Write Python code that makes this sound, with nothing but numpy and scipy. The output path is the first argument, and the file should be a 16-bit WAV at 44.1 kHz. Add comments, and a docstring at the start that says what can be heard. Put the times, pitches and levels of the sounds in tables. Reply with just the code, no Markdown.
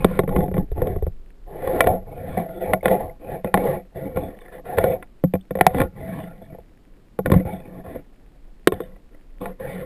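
"""Knocks of a loose lens cover on a lanyard, under water, ring the damped modes of a plastic camera housing.
The cover also drags: random stick and slip drives the same modes, with squeaks, ticks and light bounces.
Behind it the water surges low, as slow-varying filtered noise, with a faint steady hiss.
The sealed-in microphone is sampled slowly and each value is held, which mirrors the sound into the treble."""
import sys
import numpy as np
from scipy import signal
from scipy.fft import rfft, irfft, next_fast_len
from scipy.io import wavfile
from scipy.ndimage import uniform_filter1d

SR = 44100
rng = np.random.default_rng(int(sys.argv[2]) if len(sys.argv) > 2 else 0)


def generate_wav(sig):
    """Save sig (samples, or channels by samples) to the path in sys.argv[1] as 16-bit PCM at SR."""
    pcm = np.round(np.clip(np.atleast_2d(sig).T, -1, 1) * 32767).astype(np.int16)
    wavfile.write(sys.argv[1], SR, pcm)


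def gain_from_db(level_db):
    """Convert decibel levels to linear amplitude factors (20 dB per decade)."""
    decades = np.asarray(level_db, float) / 20
    return 10 ** decades


N = 434385

# water pushing the housing: start_s, level_db (rms of the rumble)
WATER_SURGE = [(0, -31.5), (1.12, -29.5), (1.302, -44.5), (1.85, -33), (2.199, -43.5), (4.399, -47.5),
               (5.698, -44), (6.101, -49.5), (9.85, -42)]
# spectral shape of the hiss: frequency_hz, relative_level_db
HISS_SHAPE = [(60, -12.5), (280, -12), (900, -28.5), (1900, -33.5), (5500, -41)]
# housing modes, nominal values for the damped ring of an ordinary blow: frequency_hz, relative_level_db, t60_s
LOW_MODES = [(61.5, -15.5, 0.073), (91, -5.5, 0.093), (147.3, -1, 0.085), (185.8, -0.5, 0.16),
             (283, 0, 0.038)]
MIDDLE_MODES = [(364.8, -2, 0.059), (425.4, -0.5, 0.042), (510.3, 5, 0.042), (657, 0, 0.069),
                (725.5, -0.5, 0.068), (830, -1, 0.049)]
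HIGH_MODES = [(1070, 10, 0.026), (1403, 3, 0.033), (1774, 9, 0.016), (1982, 5.5, 0.023), (2253, -3, 0.043),
              (2446, -3, 0.02), (2800, -14, 0.016), (3020, -14, 0.021), (3460, -9, 0.022),
              (3625, -17.5, 0.042), (3770, -22.5, 0.013), (4750, -28, 0.028)]
# light bounces of the cover: start_s, peak_db
LIGHT_BOUNCES = [(5.41, -48), (6.38, -56), (6.451, -55), (8.741, -39)]
# clearest squeaks: centre_s, peak_db, pitch_hz
CLEAR_SQUEAKS = [(2.811, -41, 2160), (3.099, -42, 2060), (4.41, -51, 3570), (4.462, -44, 2020)]
# scrapes along the housing, before the mid-stroke push: start_s, end_s, start_level_db, end_level_db
DRAG_STROKES = [(0, 0.22, -38, -33.5), (0.303, 0.431, -27, -25.5), (0.543, 0.603, -33, -34),
                (0.758, 0.926, -34.5, -28.5), (1.468, 1.66, -42, -28.5), (1.64, 1.826, -27.5, -21.5),
                (1.863, 1.939, -15, -22), (2.057, 2.36, -41.5, -35), (2.372, 2.474, -21.5, -40),
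                (2.48, 2.605, -38.5, -36.5), (2.61, 2.74, -26, -26), (2.841, 2.941, -24.5, -17.5),
                (2.995, 3.11, -25.5, -41.5), (3.195, 3.348, -47, -26.5), (3.451, 3.495, -31.5, -38),
                (3.543, 3.63, -24.5, -26), (3.638, 3.758, -19.5, -27), (3.957, 4.15, -31.5, -41),
                (4.161, 4.336, -27, -44.5), (4.322, 4.516, -50, -50), (4.521, 4.584, -38.5, -42),
                (4.654, 4.75, -34, -29), (4.774, 4.93, -22.5, -22), (5.594, 5.75, -33.5, -37),
                (5.74, 5.812, -28.5, -21.5), (5.963, 6.19, -40, -40), (6.123, 6.39, -37.5, -50.5),
                (6.408, 6.588, -49, -57), (7.26, 7.3, -28, -43), (7.32, 7.4, -20.5, -34.5),
                (7.46, 7.603, -32, -45.5), (7.577, 7.8, -51, -41.5), (7.842, 7.979, -39, -41.5),
                (8.729, 8.981, -39, -57), (9.105, 9.2, -54.5, -61.5), (9.41, 9.505, -33.5, -38.5),
                (9.599, 9.83, -36, -35.5)]
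# how the cover bears on the housing:
# time_s, low_mode_weight_db, high_mode_hardness_db, spot_pitch_hz (favoured by the contact spot)
CONTACT_PATH = [(0.16, 7.5, -9, 500), (0.24, -3.5, -26, 460), (0.568, 9, -22.5, 430),
                (1.631, -10.5, -18, 452), (1.8, -5, -17, 640), (1.9, -4.5, -26, 644),
                (2.339, 1, -11.5, 550), (2.39, 0.5, -17.5, 674), (2.6, -12.5, -19, 593),
                (2.75, -5, -21, 583), (3.05, -5, -17.5, 577), (3.701, -4, -17, 573), (4.25, 1, -18, 550),
                (4.45, -12, -6.5, 550), (4.897, -3, -21.5, 571), (5.549, -5.5, -12.5, 500),
                (5.81, 4.5, -15, 520), (6.17, 5.5, -8, 630), (6.33, 1.5, -11.5, 643), (7.3, 8, -16, 483),
                (7.509, 2, -13, 587), (9.85, -2.5, -10.5, 513)]
# knocks: start_s, middle_mode_peak_db, low_mode_weight_db, high_mode_hardness_db, spot_pitch_hz
COVER_KNOCKS = [(0.045, -1, -3, -4.5, 430), (0.191, -6.5, -5, -3, 447), (0.235, -17.5, 1.5, -14, 470),
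                (0.277, -15, -3, -13, 450), (0.291, -20, 3, -4.5, 455), (0.324, -31, 5, -3, 448),
                (0.362, -12.5, -1.5, -4, 460), (0.384, -19, 6, -13, 450), (0.406, -26.5, -12, 0, 440),
                (0.481, -24.5, 4, -12.5, 570), (0.514, -20.5, -1, -18, 430), (0.541, -22, -18, -4.5, 456),
                (0.567, -16, -23, -12.5, 460), (0.579, -19.5, 8, -6, 407), (0.716, -23, 2.5, -21, 441),
                (0.779, -19.5, 0, -18, 427), (0.818, -10, -4, -17, 520), (0.871, -13.5, -7.5, -16, 455),
                (0.96, -19, -2, -15.5, 445), (1.024, -17.5, 2.5, -23, 445), (1.066, -18, 1.5, -16.5, 467),
                (1.674, -15, -12.5, -8, 463), (1.806, -4, -22.5, 3.5, 535),
                (1.841, -14.5, -11.5, -5.5, 520), (1.87, -7.5, -13, -4.5, 710), (2.372, -12, -34, -37, 593),
                (2.734, -6, -12, -1.5, 660), (2.829, -17.5, -18.5, -17, 570), (2.856, -3, -17, -7, 522),
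                (2.881, -9.5, -36.5, -4, 530), (3.445, -10.5, -8, -13, 474), (3.541, -5.5, -7, 0, 796),
                (3.574, -11, -14.5, -6, 520), (4.171, -11, -8, -13, 506), (4.784, -3, -29, -8, 538),
                (4.84, -6, -11, -9.5, 534), (5.026, -46.5, -7.5, 17.5, 594), (5.238, -10, 2.5, -13, 503),
                (5.337, -10, -2, -13, 506), (5.353, -17, -10.5, -10.5, 523), (5.508, -15.5, -5, -12.5, 506),
                (5.553, -14.5, -9, -12, 505), (5.571, -17, -12, -15.5, 510),
                (5.588, -16.5, -13.5, -13, 511), (5.61, -1, -12.5, -2, 720), (5.666, 3.5, -19, -6, 707),
                (5.746, -15, -4, -6, 503), (5.784, -15.5, -19, -3.5, 520), (5.802, -12.5, -3, 0, 533),
                (5.816, -11.5, -27, -1.5, 540), (6.417, -32.5, -33, -28, 590), (6.548, -31, -27, -48, 533),
                (6.585, -32.5, -9, -21, 536), (7.189, -10.5, -11.5, -11.5, 471),
                (7.259, -11, -34.5, -4, 506), (7.3, -13, 2, -9, 494), (7.317, -9, 5, -1.5, 342),
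                (7.339, -14, 0.5, -5, 490), (7.358, -24.5, 20, -14.5, 504), (7.451, -23, 3.5, -17, 500),
                (7.959, -21.5, -15.5, -19.5, 529), (8.673, 5.5, -21, -2.5, 411),
                (8.721, -12, -21, -7.5, 424), (8.803, -17, -22, -8.5, 413), (9.457, -22.5, -25, 0, 650)]


def evened(x):
    """Normalization: scales a signal to rms 1."""
    return x / np.sqrt(np.mean(x ** 2) + 1e-20)


def add(mix, start_s, sound):
    """Superposition: adds a sound to the mix from its start time."""
    part = mix[round(start_s * SR):][:len(sound)]
    part += sound[:len(part)]


def coloured(gain):
    """Spectral shaping: white noise weighted by a gain over Hz, at rms 1."""
    size = next_fast_len(N)
    hz = np.fft.rfftfreq(size, 1 / SR)
    spectrum = rfft(rng.standard_normal(size)) * gain(hz + 1)  # +1 avoids the log of zero
    return evened(irfft(spectrum)[:N])


def water():
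    """Broadband flow noise: a low rumble with a surging level over a faint steady hiss."""
    rumble = coloured(lambda hz: (hz / 14) ** 2 / (1 + (hz / 14) ** 2) / (1 + (hz / 35) ** 4.4))
    shape_hz, shape_db = np.transpose(HISS_SHAPE)
    hiss = coloured(lambda hz: gain_from_db(np.interp(np.log(hz), np.log(shape_hz), shape_db)))
    surge_db = np.interp(np.arange(N) / SR, *np.transpose(WATER_SURGE))
    return gain_from_db(surge_db) * rumble + gain_from_db(-56) * hiss


def near_db(hz, spot_hz, octaves=0.098, depth_db=13):
    """Point of drive: middle modes near the pitch of the contact spot are driven hardest."""
    return depth_db * np.exp(-.5 * (np.log2(hz / spot_hz) / octaves) ** 2)


def edge_db(hz, spot_hz):
    """Stiffness: low-pitched rim spots drive the modes above and below those of the flat faces."""
    octaves = np.log2(np.minimum(hz, 3600) / 2650)
    rim = np.log2(np.clip(520 / spot_hz, 1, 1.3))
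    return np.maximum(90 * octaves, -22 * octaves) * rim


def struck(modes, t, chance, lean_db, length, scatter_db=3):
    """Impulse response: a blow sets off decaying modes, damped by the cover over a faint free ring; peak 1."""
    hz, db, t60 = np.transpose(modes)[:, :, None]
    count = len(modes)
    hz = hz * (1 + 0.015 * chance[-count:, None])  # the cover's load detunes each mode a little
    gain = gain_from_db(db + lean_db(hz) + scatter_db * chance[:count, None])
    # random polarity for each mode, so that the modes do not line up into one click
    gain = gain * np.sign(chance[::-1][:count, None])
    rise = (1 - np.exp(-t * hz / 0.41)) ** 2  # a mode needs about a cycle to build up
    damped = gain_from_db(-60 * t / (length * t60))
    free = gain_from_db(-27.5 - 60 * t / (2.1 * t60))
    ring = (gain * rise * (damped + free) * np.sin(2 * np.pi * hz * t)).sum(0)
    return ring / abs(ring).max()


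def ticks():
    """Sparse random excitation: scattered faint ticks of grit on the housing briefly ring its modes."""
    t, modes = np.arange(SR // 20) / SR, MIDDLE_MODES[:3] + HIGH_MODES[2:]
    clicks = gain_from_db(2.5 * rng.exponential(1, N)) * (rng.random(N) < 26 / SR)  # about 26 a second
    chance = rng.standard_normal(len(MIDDLE_MODES + HIGH_MODES))
    tick = struck(modes, t, chance, lambda hz: 3 * np.log2(hz / 1000), 0.16)
    return gain_from_db(-57) * signal.oaconvolve(clicks, tick)[:N]


def bounces():
    """Selective excitation: light bounces ring only three of the upper modes."""
    t, out = np.arange(SR // 20) / SR, np.zeros(N)
    chances = rng.standard_normal((len(LIGHT_BOUNCES), len(HIGH_MODES)))
    for (start_s, db), chance in zip(LIGHT_BOUNCES, chances):
        add(out, start_s, gain_from_db(db) * struck(HIGH_MODES[-5:-2], t, chance, lambda hz: 0, 0.45))
    return out


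def squeak(hz, length_s=0.01):
    """Windowed tone: a short sine of one pitch under a soft sine-squared envelope."""
    t = np.arange(0, length_s, 1 / SR)
    return np.sin(np.pi * t / length_s) ** 2 * np.sin(2 * np.pi * hz * t)


def squeaks():
    """Tonal friction: the clearest squeaks of the cover, each a blip of one pitch."""
    out = np.zeros(N)
    for centre_s, db, hz in CLEAR_SQUEAKS:
        add(out, centre_s - 0.005, gain_from_db(db) * squeak(hz))
    return out


def scrape_db():
    """Contact force: the cover lands, slides with changing force and lifts off, which sets the level."""
    arch_db, rest_db = 2, -69.5  # extra push in mid stroke; the cover barely touching
    land_db_per_s, lift_db_per_s = 1501.5, 352.5
    t = np.arange(0, N / SR + .01, .002)
    start, end, first_db, last_db = np.transpose(DRAG_STROKES)[:, :, None]
    way = np.clip((t - start) / (end - start), 0, 1)
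    db = first_db + (last_db - first_db) * way + arch_db * np.sin(np.pi * way)
    db = db - land_db_per_s * np.maximum(start - t, 0) - lift_db_per_s * np.maximum(t - end, 0)
    power = (gain_from_db(db) ** 2).sum(0) + gain_from_db(rest_db) ** 2
    return np.interp(np.arange(N) / SR, t, 10 * np.log10(power))


def rubbed(modes, level, slips, lean_db, widen=1.0, wander_db=3, order=1):
    """Resonance under random drive: slips feed each mode, and modes come and go as the contact wanders."""
    step = 512  # samples between values of the wandering
    count = N // step + 2
    hz, db, t60 = np.transpose(modes)[:, :, None]
    wander = uniform_filter1d(rng.standard_normal((len(modes), count)), 7, axis=1)
    share = gain_from_db(db + lean_db(hz, np.arange(count) * step / SR) + wander_db * evened(wander))
    share = share * t60 ** 0.51  # long-ringing modes gather more of the rubbing
    share /= np.sqrt((share ** 2).sum(0))
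    out = np.zeros(N)
    for f, decay, gain in zip(hz[:, 0], t60[:, 0], share):
        r, turn = gain_from_db(-60 * widen / decay / SR), 2 * np.pi * f / SR
        poles = [1, -2 * r * np.cos(turn), r * r]
        gain = np.interp(np.arange(N) / step, np.arange(count), gain)
        drive = level * slips * gain * rng.standard_normal(N)
        unit = np.sin(turn) * np.sqrt(4 * (1 - r))  # rms 1 for white drive
        ring = signal.lfilter([unit], poles, drive)
        for _ in range(order - 1):  # steeper flanks leave the gaps between modes dark
            ring = signal.lfilter([np.sqrt(8) * np.sin(turn) * (1 - r)], poles, ring)
        out += ring
    return out


def drag():
    """Stick-slip friction: a firm stroke rubs smoothly, while a light touch skips and ticks."""
    t = np.arange(N) / SR
    s, weight_db, hard_db, spot_hz = np.transpose(CONTACT_PATH)
    db = scrape_db()
    hard_level_db = db + np.interp(t, s, hard_db)

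    # sudden catches, about 150 a second, each fading over some 3 ms
    catches = gain_from_db(50.0 * np.minimum(rng.exponential(1, N), 2)) * (rng.random(N) < 150 / SR)
    catches = evened(signal.lfilter([1], [1, -np.exp(-1 / (0.0033 * SR))], catches))
    skipping = np.clip((-29.0 - db) / 35, .15, .85)
    slips = np.sqrt(1 - skipping + skipping * catches ** 2)

    def low_lean(hz, at):
        """Soft contact favours the lowest modes."""
        return 0.6 * (np.interp(at, s, hard_db) + 14.5) * np.log2(np.minimum(hz, 190) / 150)

    def middle_lean(hz, at):
        """The contact spot favours the modes near its pitch."""
        return near_db(hz, np.interp(at, s, spot_hz), 0.14, 11)

    def high_lean(hz, at):
        """The flat faces rasp brighter."""
        db_per_octave = 2.0 + 7.3 * np.log2(np.maximum(np.interp(at, s, spot_hz) / 520, 1))
        return db_per_octave * np.log2(np.minimum(hz, 2500) / 2000)

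    # light touches shake the low modes more than the faces
    low_db = db + np.interp(t, s, weight_db) - 0.19 * (np.maximum(db, -50) + 32.5)
    low = rubbed(LOW_MODES, gain_from_db(low_db), slips, low_lean, wander_db=7.0)
    middle = rubbed(MIDDLE_MODES, gain_from_db(db), slips, middle_lean, widen=1.5, order=2)
    high = rubbed(HIGH_MODES, gain_from_db(hard_level_db), slips, high_lean, widen=2.2, wander_db=5.5, order=2)

    for hz, mode_db, _ in HIGH_MODES[2:-2]:  # a light touch squeaks now and then on one high mode
        nicks = (rng.random(N) < 10 / SR) * gain_from_db(1.0 * rng.exponential(1, N))  # about 10 a second
        nicks = nicks * skipping * gain_from_db(hard_level_db + 1.2 * mode_db + 1.5)
        high = high + signal.oaconvolve(nicks, squeak(hz))[:N]

    # firm strokes add a fine wide grain
    band = signal.butter(4, [1100, 3900], "band", fs=SR, output="sos")
    rasp = signal.sosfilt(band, slips * rng.standard_normal(N))
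    return low + middle + high + (1 - skipping) * gain_from_db(hard_level_db - 3.5) * rasp


def knocks():
    """Modal impact: each blow rings three families of modes and opens with a short crack of noise."""
    # scale of the damped ring's length; blows over press_db press the cover on and shorten it
    usual_length, pressed_length, press_db = 1, 0.3, -1.5
    t, out = np.arange(SR // 4) / SR, np.zeros(N)
    chances = rng.standard_normal((len(COVER_KNOCKS), 3, len(HIGH_MODES)))
    grit = rng.standard_normal((len(COVER_KNOCKS), len(t))) * gain_from_db(-60 * t / 0.016)
    band = signal.butter(2, [1500, 4100], "band", fs=SR, output="sos")
    cracks = signal.sosfilt(band, signal.sosfilt(band, grit))
    for (start_s, db, weight_db, hard_db, spot_hz), chance, crack in zip(COVER_KNOCKS, chances, cracks):
        pressed = np.clip((db - press_db) / 0.62, 0, 1)
        length = usual_length + (pressed_length - usual_length) * pressed
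        # soft blows shove the whole housing and favour its lowest modes
        low_slope_db = 5.2 * min(hard_db + 13, 0)
        low = struck(LOW_MODES, t, chance[0], lambda hz: low_slope_db * np.log2(hz / 150), length)
        # the flat faces ring longer, unless pressed
        face_length = length * max(spot_hz / 500, 1) ** (0.54 if db < press_db else -1.3)
        middle = struck(MIDDLE_MODES, t, chance[1],
                        lambda hz: near_db(hz, spot_hz) + 2 * edge_db(hz, spot_hz), face_length)
        high = struck(HIGH_MODES, t, chance[2], lambda hz: edge_db(hz, spot_hz), 1.1 * length)
        high = high + gain_from_db(-9.0 + .5 * db) * crack / abs(crack).max()  # strong blows crack more
        add(out, start_s, gain_from_db(db) * (middle + gain_from_db(weight_db) * low + gain_from_db(hard_db) * high))
    # the wet contact blunts the very top
    return signal.sosfilt(signal.butter(4, 4700, fs=SR, output="sos"), out)


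def scene():
    """Superposition: water, ticks, bounces, squeaks, dragging and knocks at one microphone."""
    return (water() + ticks() + bounces() + squeaks() + drag() + knocks())[None]


def top_cut(x):
    """Nothing passes above the cut-off."""
    return signal.sosfilt(signal.butter(12, 15910, fs=SR, output="sos"), x)


def record(dry):
    """Zero-order hold: slow samples, each repeated, leave mirror images of the sound in the treble."""
    slow = np.clip(signal.resample_poly(dry, 40, 147, axis=1), -1, 1)  # 12000 samples a second, clipped
    held = np.repeat(slow, 4, axis=1)  # 48000 a second
    held = signal.resample_poly(held, 147, 160, axis=1)[:, :N]  # back to SR
    held = np.pad(held, [(0, 0), (0, N - held.shape[1])])
    band_limit = signal.firwin(101, 15300, window=("kaiser", 3.5), fs=SR)  # low-pass edge in Hz
    finished = np.clip(signal.oaconvolve(held, band_limit[None], "same"), -1, 1)
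    return top_cut(finished)


dry = scene()
out = record(dry)
generate_wav(out)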